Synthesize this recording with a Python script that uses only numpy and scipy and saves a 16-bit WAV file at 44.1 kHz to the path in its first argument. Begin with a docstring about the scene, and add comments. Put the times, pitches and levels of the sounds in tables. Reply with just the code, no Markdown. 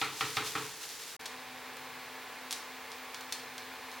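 """Four close pats of a silicone spatula on fried rice: each impact rings the pan's modes dully in a small
kitchen, while steam and bursting bubbles sizzle. Then the scene changes: the pan sits untouched. The hob's
cooling fan rushes and hums, its coil whines faintly, and single pops of oil snap out of the rice, each an
impulse that rings the pan wall and echoes in the room."""
import sys
import numpy as np
from scipy import signal
from scipy.fft import rfft, irfft
from scipy.io import wavfile
from scipy.ndimage import uniform_filter1d

SR = 44100
rng = np.random.default_rng(int(sys.argv[2]) if len(sys.argv) > 2 else 0)


def wrap_up_sound(samples):
    """Save the sound to the file named by the first command line argument, as 16-bit audio."""
    columns = np.atleast_2d(samples).T
    # keep every value between -1 and 1, then stretch to whole-number steps
    tamed = np.clip(columns, -1, 1)
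    steps = np.round(tamed * 32767).astype(np.int16)
    wavfile.write(sys.argv[1], SR, steps)


N = 176400
TIME = np.arange(N) / SR

# Spectrum of steam and bubbles. Each row: frequency in Hz, spectral level in dB.
SIZZLE_SPECTRUM = [(30, -46), (200, -23), (700, -8), (1500, 0), (3800, 6.5), (6500, 4), (9000, -1),
                   (11000, -2), (14000, -6.5), (18000, -16)]


def pat(level_db, tilt_db, thump_db, contact_db, crack_db):
    """Impact excitation: a brief contact sets the pan's damped modes and the room ringing."""
    # Spectra of the blow and of the blade's crack. Each row: frequency in Hz, level in dB.
    blow_spectrum = [(30, -58), (70, -14), (120, -1), (200, -16.5), (300, -3.5), (360, -11.5), (440, -3.5),
                     (640, -19.5), (820, -2), (1000, 0), (1320, 3.5), (1650, -0.5), (2300, 2), (2750, -1),
                     (3300, 0.5), (4200, -0.5), (5200, -10), (8000, -16), (16000, -42)]
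    crack_spectrum = [(100, -31), (1000, -18), (2500, -2), (3800, -5), (5400, -1), (6500, -22),
                      (16000, -25)]
    # Dense ring of pan and room. Each row: frequency in Hz, 60 dB decay time in seconds.
    ring_decay = [(100, 0.53), (500, 0.99), (1400, 0.46), (3500, 0.5), (10000, 0.23)]
    # Modes of the pan on the hob. Each row: frequency in Hz, level in dB, 60 dB decay time in seconds.
    pan_modes = [(113, -19.5, .42), (135.6, -18.5, .58), (168, -24, .55), (252, -22, .4), (281, -17.5, .38),
                 (308, -16, .34), (428, -12, .46), (452, -15.5, .42), (781, -5.5, .18), (813, -6, .2),
                 (1040, -9.5, .16), (1127, -9, .3), (1256, -6.5, .3), (1306, -1.5, .26), (1342, 3, .12),
                 (1392, -4, .16), (1855, -10, .3), (2072, -12, .27), (2314, -10, .33), (2515, -9, .26)]
    contact_s, crack_s, bass_rise_s, settle_s = 0.0052, 0.0055, 0.0028, 0.027
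    ring = reverberation(ring_decay)
    t = np.arange(ring.shape[1]) / SR
    crunch, edge = rng.choice([-1., 1.], (2, len(t)))
    contact = amp(-25.5 + contact_db) * crunch * np.exp(-t / contact_s)
    crack = amp(-29.5 + crack_db) * colour(edge * np.exp(-t / crack_s), crack_spectrum)
    blow = colour(contact + amp(-33) * ring, tilted(blow_spectrum, tilt_db)) + crack
    for hz, db, t60 in pan_modes:
        mid, side = np.sin(2 * np.pi * (hz * t + rng.random((2, 1))))
        swing = amp(-33.5 + db) * 1000 ** (-t / t60)
        if hz < 600:  # the low modes carry the thump
            swing *= amp(thump_db) * (1 - np.exp(-t / bass_rise_s))
            swing += amp(-4.5) * np.interp(t - settle_s, t, swing)  # the pan rocks back on the hob
        blow += swing * (mid + amp(-20.5) * np.array([side, -side]))
    return amp(level_db) * blow


def spatula():
    """Superposition: each of four pats adds to the ring left by those before it."""
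    # Each row: start in seconds, level in dB, treble tilt in dB per octave,
    # then the gains of thump, contact and crack in dB.
    blows = [(0.0151, -0.26, -2, -2.5, -.5, -8), (0.2089, -1.5, -2.5, -0.5, 0, -1.5),
             (0.3691, -0.1, -2, -0.5, -3, 1.5), (0.5522, -3, -8, 3.5, -2.5, -14)]
    out = np.zeros((2, N))
    for start, *blow in blows:
        add(out, start, pat(*blow))
    return out


def wall_ring(t):
    """Modal response: where a pop lands, here by chance, sets how strongly each wall mode rings."""
    # Each row: frequency in Hz, level in dB, 60 dB decay time in seconds.
    wall_modes = [(3260, -4, .14), (3520, -4, .14), (3850, -2, .2), (4130, 0, .2), (4300, 0, .24),
                  (4560, -3, .12), (5150, -3, .1), (5600, -5, .08)]
    detune = 1 + 0.006 * rng.uniform(-1, 1)
    ring = np.zeros(len(t))
    for hz, db, t60 in wall_modes:
        swing = rng.standard_normal() * amp(db) * 1000 ** (-t / t60)
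        ring += swing * np.sin(2 * np.pi * (hz * detune * t + rng.random()))
    return ring


def oil_pops():
    """Impulse response: each sharp click rings the pan wall and is reflected by it and the kitchen."""
    # Each row: start in seconds, level in dB, ring and room gain in dB, treble tilt in dB per octave.
    pops = [(1.212, -31, -11, -2), (1.2569, -25, -5, -2.5), (1.2595, -23, -8, -1), (1.2613, -23.5, -5, -7),
            (1.264, -29, -3, -1), (1.769, -33, -6, 4), (2.5093, -18, -9, -1), (2.5138, -27, -8, 2),
            (2.5184, -22, -12, 0), (2.5271, -16, -4, .5), (2.5308, -26, -4, 0), (2.918, -27.5, -4, -2.5),
            (3.1455, -22.5, -6, -3), (3.2095, -29.5, -6, 1), (3.3241, -21.5, -2.5, -1),
            (3.3246, -17, -5.5, -0.5), (3.3283, -26, -2, -2), (3.398, -31, -3, -10),
            (3.5808, -23.5, -5.5, -3.5), (3.916, -35, 3, 1)]
    # Spectrum of a pop. Each row: frequency in Hz, level in dB.
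    pop_spectrum = [(60, -47), (300, -31), (1000, -5.5), (2300, -2.5), (3400, 2.5), (4200, 2.5),
                    (5600, 3.5), (7500, -1.5), (10000, -2.5), (12000, -8.5), (16000, -11), (18000, -22)]
    # Kitchen reverberation. Each row: frequency in Hz, 60 dB decay time in seconds.
    room_decay = [(300, 0.39), (4000, 0.45), (8000, 0.41), (16000, 0.3)]
    early_decay_s, bounce_s = 0.0057, 0.0031
    out = np.zeros((2, N))
    peak = abs(impulse(pop_spectrum)).max()
    for start, db, room_db, tilt_db in pops:
        room = reverberation(room_decay)
        t = np.arange(room.shape[1]) / SR
        direct = t == 0
        scatter = rng.standard_normal(len(t)) * rng.standard_normal(len(t))
        early = scatter * np.exp(-t / early_decay_s) * (t > 0.0005)
        echoes = amp(3 + room_db) * room / np.linalg.norm(room[0])
        echoes += amp(-5.5) * early / np.linalg.norm(early)
        echoes[:, round(bounce_s * SR)] += amp(-8.5)  # off the far wall of the pan
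        click = colour(direct + echoes, tilted(pop_spectrum, tilt_db)) / peak
        add(out, start, amp(db) * (click + amp(-26 + room_db) * wall_ring(t)))
    return out


def sizzle():
    """Shot noise of tiny bursting bubbles joins the hiss of steam; both swell as the rice is pressed."""
    # Each row: time in seconds, level in dB.
    swells = [(0.0, -49), (0.022, -49), (0.118, -54), (0.222, -45.5), (0.336, -48.5), (0.352, -46),
              (0.43, -52.5), (0.47, -42.5), (0.528, -49), (0.588, -49), (0.794, -53.5), (0.84, -47),
              (0.875, -51.5), (0.925, -49), (0.984, -53.5), (1.0, -50), (1.07, -51.5), (1.13, -51),
              (1.16, -57.5)]
    bursts_per_s, clump_s = 1100, 0.008
    sizes = amp(2.5 * np.minimum(rng.exponential(1, (2, N)), 3)) * rng.choice([-1, 1], (2, N))
    bursts = sizes * (rng.random((2, N)) < bursts_per_s / SR)
    clumps = amp(2.5 * unit(uniform_filter1d(rng.standard_normal(N), int(clump_s * SR))))
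    crackle = unit(colour(spread(bursts * clumps), tilted(SIZZLE_SPECTRUM, db_per_octave=-0.2)))
    steam = noise(SIZZLE_SPECTRUM)
    return envelope(swells) * (amp(3.5) * steam + amp(0.5) * crackle)


def wet_snaps():
    """Pressure pulses: single larger bubbles burst as the pressed rice lets go."""
    # Each row: start in seconds, peak level in dB.
    bubbles = [(.3445, -36), (0.4586, -29), (0.4762, -29), (.8312, -32), (0.906, -33), (.998, -35)]
    out = np.zeros((2, N))
    click = impulse(SIZZLE_SPECTRUM)
    for start, db in bubbles:
        add(out, start, amp(db) * click / abs(click).max())
    return out


def hob():
    """Resonances colour the fan's rush; close tones beat in its hum, over a drone and the coil's whine."""
    # Spectrum of the rush. Each row: frequency in Hz, spectral level in dB.
    fan_spectrum = [(25, -26), (48, -25), (75, -8.5), (135, -13), (200, -12), (270, -7.5), (330, -7.5),
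                    (450, -0.5), (600, -3), (800, -1.5), (1050, 2), (1350, -1.5), (1700, -.5), (2300, -.5),
                    (2900, -4.5), (4000, -6), (6000, -13), (9000, -18), (12000, -16.5), (14500, -23.5),
                    (15800, -12), (16600, -37), (18000, -26)]
    # Resonances of the housing. Each row: frequency in Hz, width in Hz, lift in dB.
    housing = [(452, 30, 6), (510, 24, 3), (1128, 40, 3.5), (1445, 28, 4), (1540, 36, 3), (1668, 38, 5),
               (1850, 30, 2.5), (2140, 70, 4), (2310, 40, 2), (2425, 70, 4), (2630, 40, 2.5),
               (4200, 60, 3.5)]
    # Steady tones. Each row: frequency in Hz, level in dB, line width in Hz.
    hum_tones = [(255.4, -61.2, 1.5), (260.6, -69, 1.5), (765.5, -59.8, 5), (876, -61.3, 3), (1022, -61, 4),
                 (1750, -63.5, 6)]
    # Drone and whine come and go. Each row: time in seconds, level in dB.
    drone_levels = [(1.2, -78), (1.45, -69), (1.62, -74), (1.93, -66.5), (2.3, -79), (3.1, -84),
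                    (3.48, -69), (3.8, -86)]
    whine_levels = [(1.3, -85), (1.8, -69), (2.3, -73), (2.9, -66), (3.4, -67), (4, -73)]
    coil_hz = 15872
    hum = sum(amp(db) * tone(hz, width_hz) for hz, db, width_hz in hum_tones)
    drone = tone(hz=134.6, width_hz=2) * envelope(drone_levels)
    whine = tone(coil_hz, width_hz=15) + amp(-3) * tone(coil_hz, width_hz=296)
    rush = amp(-46.5) * noise(fan_spectrum, housing)
    return rush + hum + drone + whine * envelope(whine_levels)


def kitchen():
    """Ambient noise: the room's quiet, steady diffuse field."""
    # Each row: frequency in Hz, spectral level in dB.
    ambient_spectrum = [(25, -26), (45, -21), (70, -8), (100, -20), (140, -4.5), (200, -8.5), (290, -0.5),
                        (360, -6), (445, 5.5), (580, -5), (850, 1.5), (2000, 1), (5000, -13.5),
                        (16000, -13.5)]
    return amp(-50.5) * noise(ambient_spectrum)


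def reverberation(decays, size=24000):
    """Exponential decay of dense echoes, each band at its own rate."""
    hz, t, bands = signal.stft(spread(rng.standard_normal((2, size))), SR, nperseg=256)
    decay = amp(-60 * t / read(decays, hz)[:, None])
    return signal.istft(bands * decay, SR, nperseg=256)[1][:, :size]


def spread(pair):
    """Partial coherence: two unrelated sounds become the mid and side of a diffuse field."""
    # Each row: frequency in Hz, side gain in dB.
    side_gains = [(25, -8), (70, -15), (200, -6), (400, -16), (650, -27), (1200, -40), (2400, -30),
                  (3400, -19), (4600, -7.5), (8000, -2), (10000, -3), (10600, -29), (16000, -21)]
    size = pair.shape[1]
    side = irfft(rfft(pair[1]) * amp(read(side_gains, np.fft.rfftfreq(size, 1 / SR))), size)
    return np.array([pair[0] + side, pair[0] - side])


def noise(spectrum, resonances=()):
    """Spectral shaping: steady diffuse noise, lifted at its resonances."""
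    f = np.fft.rfftfreq(N, 1 / SR)
    lift = sum(db / (1 + (2 * (f - hz) / width) ** 4) for hz, width, db in resonances)
    white = rfft(rng.standard_normal((2, N)))
    return unit(spread(irfft(white * amp(read(spectrum, f) + lift), N)))


def tone(hz, width_hz):
    """Phase diffusion: a random walk widens the spectral line of a sine of rms 1."""
    walk = np.cumsum(rng.standard_normal(N)) * np.sqrt(2 * np.pi * width_hz / SR)
    drift = uniform_filter1d(walk, max(int(SR / width_hz / 10), 1))
    return np.sqrt(2) * np.sin(2 * np.pi * hz * TIME + drift)


def impulse(spectrum, size=4096):
    """Minimum phase: the causal click of energy 1 with the given spectrum."""
    log_gain = np.log(amp(read(spectrum, abs(np.fft.fftfreq(size, 1 / SR)))))
    click = np.fft.ifft(np.exp(signal.hilbert(log_gain).conj())).real[:size // 2]
    return click / np.linalg.norm(click)


def colour(x, spectrum):
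    """Convolution imposes a spectrum on a sound."""
    return signal.oaconvolve(np.atleast_2d(x), impulse(spectrum)[None], axes=1)[:, :x.shape[-1]]


def tilted(spectrum, db_per_octave, corner_hz=2000):
    """Spectral tilt brightens or dulls the treble."""
    return [(hz, db + db_per_octave * np.log2(max(hz / corner_hz, 1))) for hz, db in spectrum]


def read(points, hz):
    """Interpolation on a log-frequency axis."""
    f, value = np.transpose(points)
    return np.interp(np.log(hz + 1), np.log(f + 1), value)


def envelope(levels):
    """Gain over time, interpolated in decibels."""
    return amp(np.interp(TIME, *np.transpose(levels)))


def amp(db):
    """Decibels to amplitude ratio."""
    return 10 ** (np.asarray(db) / 20)


def unit(x):
    """Normalisation to rms 1."""
    return x / np.sqrt(np.mean(x ** 2) + 1e-20)


def add(mix, start_s, sound):
    """Superposition of a sound on the mix."""
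    part = mix[:, max(round(start_s * SR), 0):][:, :sound.shape[-1]]
    part += sound[..., :part.shape[1]]


def scene():
    """Sources sum in two groups, played as two scenes one after the other: patting and sizzling, then the pan
    left alone."""
    stop_s, resume_s, fade_s = 1.166, 1.195, 0.0052
    patting = spatula() + sizzle() + wet_snaps() + kitchen()
    untouched = hob() + oil_pops()
    fade_in = np.clip((TIME - resume_s) / fade_s + 0.5, 0, 1)
    return patting * (TIME < stop_s) + untouched * fade_in


def record(dry):
    """Band limiting: a steep low-pass filter removes the highest treble."""
    cutoff_hz = 18100
    low_pass = signal.firwin(511, cutoff_hz, window=("kaiser", 9), fs=SR)
    return signal.oaconvolve(dry, low_pass[None], "same")


dry = scene()
out = record(dry)
wrap_up_sound(out)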